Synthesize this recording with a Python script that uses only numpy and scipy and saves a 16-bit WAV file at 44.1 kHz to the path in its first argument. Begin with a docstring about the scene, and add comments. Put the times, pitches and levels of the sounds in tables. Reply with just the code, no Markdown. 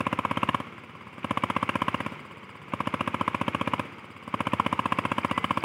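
"""A single-cylinder diesel tractor hauls a loaded trailer over soft soil, a few metres away by some trees.
It pulls in four bursts and coasts on weak strokes between them. Each exhaust pulse excites the
silencer's resonant modes as a bark, followed by a puff of turbulent gas. Combustion knock, piston and
valve impacts and the noise of gears and fan run underneath. The trees scatter each bark back,
and a rubbing part squeals faintly near the end."""
import sys
import numpy as np
from scipy import signal
from scipy.fft import rfft, irfft
from scipy.io import wavfile
from scipy.ndimage import uniform_filter1d

SR = 44100
rng = np.random.default_rng(int(sys.argv[2]) if len(sys.argv) > 2 else 0)


def generate_wav(sig):
    """Save sig (samples, or channels by samples) to the path in sys.argv[1] as 16-bit PCM at SR."""
    pcm = np.round(np.clip(np.atleast_2d(sig).T, -1, 1) * 32767).astype(np.int16)
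    wavfile.write(sys.argv[1], SR, pcm)


N = 248724
TIME = np.arange(N) / SR
AGE = TIME[:3000]   # time since the onset of one transient [s]


def from_db(db):
    """Amplitude ratio of a level in decibels."""
    return 10 ** (np.asarray(db) / 20)


def unit_rms(x):
    """Normalisation to an rms of one."""
    return x / np.sqrt(np.mean(x ** 2) + 1e-20)


def in_time(rows):
    """Linear interpolation of a table's columns at every sample."""
    times, *columns = np.transpose(rows)
    return [np.interp(TIME, times, column) for column in columns]


def noise(spectrum):
    """Spectral shaping: white noise takes on a colour that falls steeply beyond its ends; rms 1."""
    hz, db = np.transpose(spectrum)
    f = np.maximum(np.arange(N // 2 + 1) * SR / N, 1)
    colour = from_db(np.interp(np.log(f), np.log(hz), db))
    band = 1 / np.sqrt((1 + (hz[0] / f / 2) ** 4) * (1 + (f / hz[-1] / 2) ** 8))
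    rolloff = np.minimum(hz[-1] / f, 1) ** 2
    return unit_rms(irfft(rfft(rng.standard_normal(N)) * colour * band * rolloff, N))


def place(times, shapes):
    """Superposition of transients, one at each time."""
    span = len(AGE)
    out = np.zeros(N + 4 * span)
    for onset, shape in zip(times, shapes):
        at = span + round(onset * SR)
        out[at:at + span] += shape
    return out[span:span + N]


def puffs(times, level_db, rise_ms, sharpness):
    """Envelope of bursts that swell to their level and decay exponentially."""
    age = AGE * 1000 / rise_ms
    return place(times, np.outer(from_db(level_db), (age * np.exp(1 - age)) ** sharpness))


def tree_echoes(sound, t60_s, first_s, echo_db, low_hz):
    """Scattering: trunks, leaves and trailer return a spray of echoes; long waves pass them by."""
    t = TIME[:SR // 2]
    response = rng.standard_normal(len(t)) * from_db(-60 * t / t60_s) * (t > first_s)
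    response /= np.sqrt(np.sum(response ** 2))
    scattered = signal.sosfilt(signal.butter(2, low_hz, "high", fs=SR, output="sos"), sound)
    return from_db(echo_db) * signal.fftconvolve(scattered, response)[:N]


# Friction tone: (time [s], frequency [Hz], fundamental level [dB], octave level [dB])
SQUEAL_TONE = [(4.4, 880, -83, -90), (4.55, 900, -54, -62), (4.82, 898, -46, -69), (5.25, 930, -51, -58),
               (5.35, 997, -41, -39), (5.455, 1030, -46, -44.5), (5.55, 1030, -63, -85)]

def squeal(waver):
    """Friction-induced vibration: a rubbing part sings unsteadily with its octave."""
    hz, fundamental_db, octave_db = in_time(SQUEAL_TONE)
    unsteady = unit_rms(uniform_filter1d(rng.standard_normal(N), size=500))
    phase = 2 * np.pi * np.cumsum(hz * (1 + waver * unsteady)) / SR
    return from_db(fundamental_db) * np.sin(phase) + from_db(octave_db) * np.sin(2 * phase)


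# Noise of block, gears and fan: (frequency [Hz], relative spectral level [dB])
RUNNING_SPECTRUM = [(30, -22), (55, -27), (80, -5.5), (112, 3.5), (220, 6), (330, -1), (480, 1.5),
                    (640, -9.5), (1080, 2), (1300, -0.5), (1750, -9.5), (2250, -7), (3000, -9.5),
                    (4000, -25), (15000, -44)]
# Modes of panels and casings: (frequency [Hz], bandwidth [Hz], level [dB])
PANEL_MODES = [(151, 14, -63), (345.5, 11, -60), (2190, 280, -52.5)]

def running_noise(strain, idle_db, load_db):
    """Forced vibration: machine noise grows with the load and keeps the panels ringing."""
    running = from_db(idle_db + load_db * strain) * noise(RUNNING_SPECTRUM)
    drone = np.zeros(N)
    for hz, width_hz, db in PANEL_MODES:
        ring = signal.lfilter(*signal.iirpeak(hz, hz / width_hz, fs=SR), running)
        drone += from_db(db) * unit_rms(ring)
    return running + drone


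# Combustion knock in the block: (frequency [Hz], relative spectral level [dB])
KNOCK_SPECTRUM = [(300, -25), (700, 4.5), (1200, 7), (1700, -0.5), (2300, 10), (3100, -2.5), (4200, -23)]

def knock(times, thump_db, lead_s):
    """Impulsive excitation: ignition jolts the block before the exhaust opens, more on strong strokes."""
    level_db = -38 + 1.2 * (thump_db - FULL_THUMP_DB)
    return noise(KNOCK_SPECTRUM) * puffs(times - lead_s, level_db, rise_ms=2.7, sharpness=0.43)


# Clatter of piston and valve gear: (frequency [Hz], relative spectral level [dB])
CLATTER_SPECTRUM = [(1000, -41), (3000, 15.5), (4200, -10), (4850, 10), (5700, -31), (7600, 2.5),
                    (10200, -5), (12000, -18), (15500, -6)]
# Impacts in each cycle: (delay after the exhaust opens [ms], relative level [dB], rise time [ms])
IMPACTS = [(2, -66.5, 1.6), (7, -65, 4.8)]
# Ring of the valve gear: (frequency [Hz], relative spectral level [dB])
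VALVE_SPECTRUM = [(4100, -20), (4600, -17), (4800, 12), (5050, 8), (5600, -22)]
# Slow swell of clatter and valve ticks: (time [s], gain [dB])
CLATTER_GAIN = [(0.0, -6.5), (1.9, 5.5), (3.2, -1.5), (4.5, 5), (5.5, 10.5)]

def clatter(firings, times, strain):
    """Impact noise: piston and valve gear strike in every cycle, adding in power to a faint whirr."""
    impact_power = sum(puffs(times + ms / 1000, db + rng.normal(0, 1, len(times)), rise_ms, 1) ** 2
                       for ms, db, rise_ms in IMPACTS)
    whirr = from_db(-84 + 11 * strain)
    rattle = noise(CLATTER_SPECTRUM) * np.sqrt(impact_power * from_db(8) + whirr ** 2)
    seatings = firings + 0.0336   # a valve seats about half a cycle after the exhaust opens
    valve_ring = noise(VALVE_SPECTRUM)
    ticks = puffs(seatings, -69.5 + rng.normal(0, 3.1, len(times)), rise_ms=1.9, sharpness=0.95)
    gain_db, = in_time(CLATTER_GAIN)
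    return from_db(gain_db) * (rattle + valve_ring * ticks)


# Engine speed, racing as a pull ends and sinking in each coast: (time [s], firing rate [Hz])
ENGINE_SPEED = [(0.0, 16.341), (0.31, 16.354), (0.61, 18.217), (1.04, 16.926), (1.18, 15.567),
                (1.86, 15.802), (2.07, 17.194), (2.51, 16.321), (2.74, 14.666), (3.5, 14.887),
                (3.85, 17.476), (3.92, 16.931), (4.34, 15.589), (4.98, 15.38), (5.64, 15.323)]

def firing_times(first_s):
    """Phase is the integral of rate: the exhaust opens once in each completed cycle."""
    rate_hz, = in_time(ENGINE_SPEED)
    cycles = np.cumsum(rate_hz) / SR
    openings = np.arange(np.interp(first_s, TIME, cycles), cycles[-1], 1)
    return np.interp(openings, cycles, TIME)


def settle(elapsed_s, time_constant_s):
    """First-order step response, rising from 0 towards 1."""
    return 1 - np.exp(-np.maximum(elapsed_s, 0) / time_constant_s)


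# Throttle pulls: (fuel on [s], fuel off [s], easing time [s], bark drive [dB], rasp drive [dB])
THROTTLE_PULLS = [(-0.25, 0.611, 0.013, -23.5, -31.5), (1.173, 2.144, 0.09, -23, -30),
                  (2.667, 3.854, 0.013, -24.5, -31.5), (4.26, 6.0, 0.03, -22, -30)]

def throttle(fuel_rise_s, strain_rise_s, strain_fall_s):
    """First-order lag: fuel comes on, holds and eases off; strain on the drive trails it. Both 0-1."""
    fuel, strain = np.zeros((2, N))
    for on, off, ease_s, _, _ in THROTTLE_PULLS:
        fuel += settle(TIME - on, fuel_rise_s) * settle(off - TIME, ease_s)
        strain += settle(TIME - on, strain_rise_s) * (1 - settle(TIME - off, strain_fall_s))
    return fuel, strain


# Firings that bark harder: (time [s], bark change [dB], rasp change [dB])
ACCENTS = [(0.25, 4.5, -2.5), (0.43, 4.0, -0.5), (0.49, 2, 3.5), (0.54, 3, 1.5), (1.37, 1.5, 2.5),
           (1.44, 1.5, -1), (1.69, 1, 4), (3.21, 2.5, -2), (3.73, 5, 0.5), (4.6, 3.5, 0), (4.86, 2, 1.5),
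           (4.92, 3, 2)]
FULL_THUMP_DB = -25   # thump drive at full fuel

def stroke_levels(times, fuel, strain, coast_db, scatter_db):
    """Power laws: fuel raises the drive [dB] of low thump and, more steeply, mid bark and high rasp."""
    on, _, _, pull_bark_db, pull_rasp_db = np.transpose(THROTTLE_PULLS)
    pull = np.searchsorted(on, times) - 1
    slack = 1 - strain   # until the strain builds: a little more bark, less rasp
    bark_db = pull_bark_db[pull] + slack
    rasp_db = pull_rasp_db[pull] - 5 * slack
    for accent_s, bark_change_db, rasp_change_db in ACCENTS:
        nearest = np.argmin(abs(times - accent_s))
        bark_db[nearest] += bark_change_db
        rasp_db[nearest] += rasp_change_db
    thump = from_db(FULL_THUMP_DB) * fuel ** 0.84
    bark = from_db(bark_db) * fuel ** 1.43
    rasp = from_db(rasp_db) * fuel ** 1.48
    drive = np.hypot(np.transpose([thump, bark, rasp]), from_db(coast_db))
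    chance_db = rng.standard_normal((len(times), 3)) * scatter_db
    return (20 * np.log10(drive) + chance_db).T


# Turbulence in the stack: (frequency [Hz], relative spectral level [dB])
STACK_SPECTRUM = [(250, -6), (500, -2), (820, 1), (1080, 18.5), (1500, -3), (2400, 8), (3100, 2.5),
                  (3600, -5), (4200, -19.5)]
# Jet at the stack's mouth: (frequency [Hz], relative spectral level [dB])
JET_SPECTRUM = [(2500, 12), (4000, -17), (5000, 3.5), (5900, -4), (6800, 0), (7700, 0), (8600, 2),
                (9600, 3), (10400, 4), (11300, -9), (13500, -8), (14600, -8), (15500, -7)]

def gas_flow(times, thump_db, rasp_db):
    """Turbulent flow noise: gas rushes up the stack behind each pulse and leaves as a bright spit."""
    force_db = (thump_db + rasp_db) / 2
    rush = noise(STACK_SPECTRUM) * puffs(times + 0.00033, rasp_db + 3, rise_ms=4.18, sharpness=1.77)
    spit_db = force_db - 12.5 + rng.normal(0, 1.3, len(times))
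    spit = puffs(times + 0.00048, spit_db, rise_ms=1.29, sharpness=1)
    fizzle = puffs(times + 0.0012, force_db - 22.5, rise_ms=3, sharpness=0.33)
    return rush + noise(JET_SPECTRUM) * np.hypot(spit, fizzle)


# Modes of silencer and stack: (frequency [Hz], bandwidth [Hz], relative level [dB], onset offset [ms])
SILENCER_MODES = [(83.7, 29, -26, 0.78), (100, 44, -9.5, -0.51), (237.5, 125.5, -0.26, 0.036),
                  (566, 115, -5.8, 1.474), (735, 97, -14.5, 0.88), (1048.4, 166, -0.64, 0.2),
                  (1290, 120, -10, 1.27), (1638, 110, -6, 0.91), (2247, 206, -7, 0.445),
                  (2869, 158, -5.5, 0.863)]

def exhaust(times, thump_db, bark_db, rasp_db, pumping_db, wander, scatter_db):
    """Coupled resonators: each blow-down briefly rings the silencer's chambers; high modes vary most."""
    out = np.zeros(N)
    deep_db = np.maximum(thump_db, pumping_db)   # even unfuelled, the piston pumps the deepest modes
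    for k, (hz, width_hz, mode_db, offset_ms) in enumerate(SILENCER_MODES):
        spread = min(hz / 1500, 1.5) ** 2
        pitch_chance, level_chance = spread * rng.standard_normal((len(times), 2)).T
        drive_db = deep_db if hz < 170 else thump_db if hz < 650 else bark_db if hz < 1500 else rasp_db
        # energy passes between two chambers, so the ring swells and then stops short
        beat = np.pi * width_hz / np.sqrt(2) * AGE
        envelope = np.exp(-beat) * np.sin(beat)
        ring = envelope * np.sin(2 * np.pi * hz * np.outer(1 + wander * pitch_chance, AGE))
        strength = np.sqrt(width_hz / 3.86) * from_db(drive_db + mode_db + scatter_db * level_chance)
        out += (-1) ** k * place(times + offset_ms / 1000, ring * strength[:, None])
    return signal.sosfilt(signal.butter(6, 3500, fs=SR, output="sos"), out)


def scene():
    """Superposition: the throttle-driven exhaust and its echoes sound over the running machine."""
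    firings = firing_times(first_s=0.0043)
    fuel, strain = throttle(fuel_rise_s=0.044, strain_rise_s=0.12, strain_fall_s=0.092)
    charge = np.interp(firings, TIME, fuel)
    load = np.interp(firings, TIME, strain)
    times = firings + 0.012 * (charge < 0.05)   # coasting strokes lag: the piston must push the gas out
    thump_db, bark_db, rasp_db = stroke_levels(
        times, charge, load, coast_db=(-48, -46, -51.5), scatter_db=(1.12, 0.1, 0.5))
    stack = exhaust(times, thump_db, bark_db, rasp_db, pumping_db=-39, wander=0.025, scatter_db=1)
    stack += gas_flow(times, thump_db, rasp_db)
    echoes = tree_echoes(stack, t60_s=0.33, first_s=0.013, echo_db=-20.5, low_hz=217)
    machine = running_noise(strain, idle_db=-48, load_db=6)
    machine += knock(times, thump_db, lead_s=0.0135)
    machine += clatter(firings, times, strain)
    return (echoes + squeal(waver=0.0016) + machine + stack)[None]


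def record(dry):
    """Frequency response: a small microphone thins the deep bass and notches the treble; the top is cut."""
    thin = signal.sosfilt(signal.butter(2, 50, "high", fs=SR, output="sos"), dry)
    dipped = signal.lfilter(*signal.iirnotch(7900, 45, fs=SR), thin)
    return signal.sosfilt(signal.ellip(10, 0.2, 70, 15750, fs=SR, output="sos"), dipped)


dry = scene()
out = record(dry)
generate_wav(out)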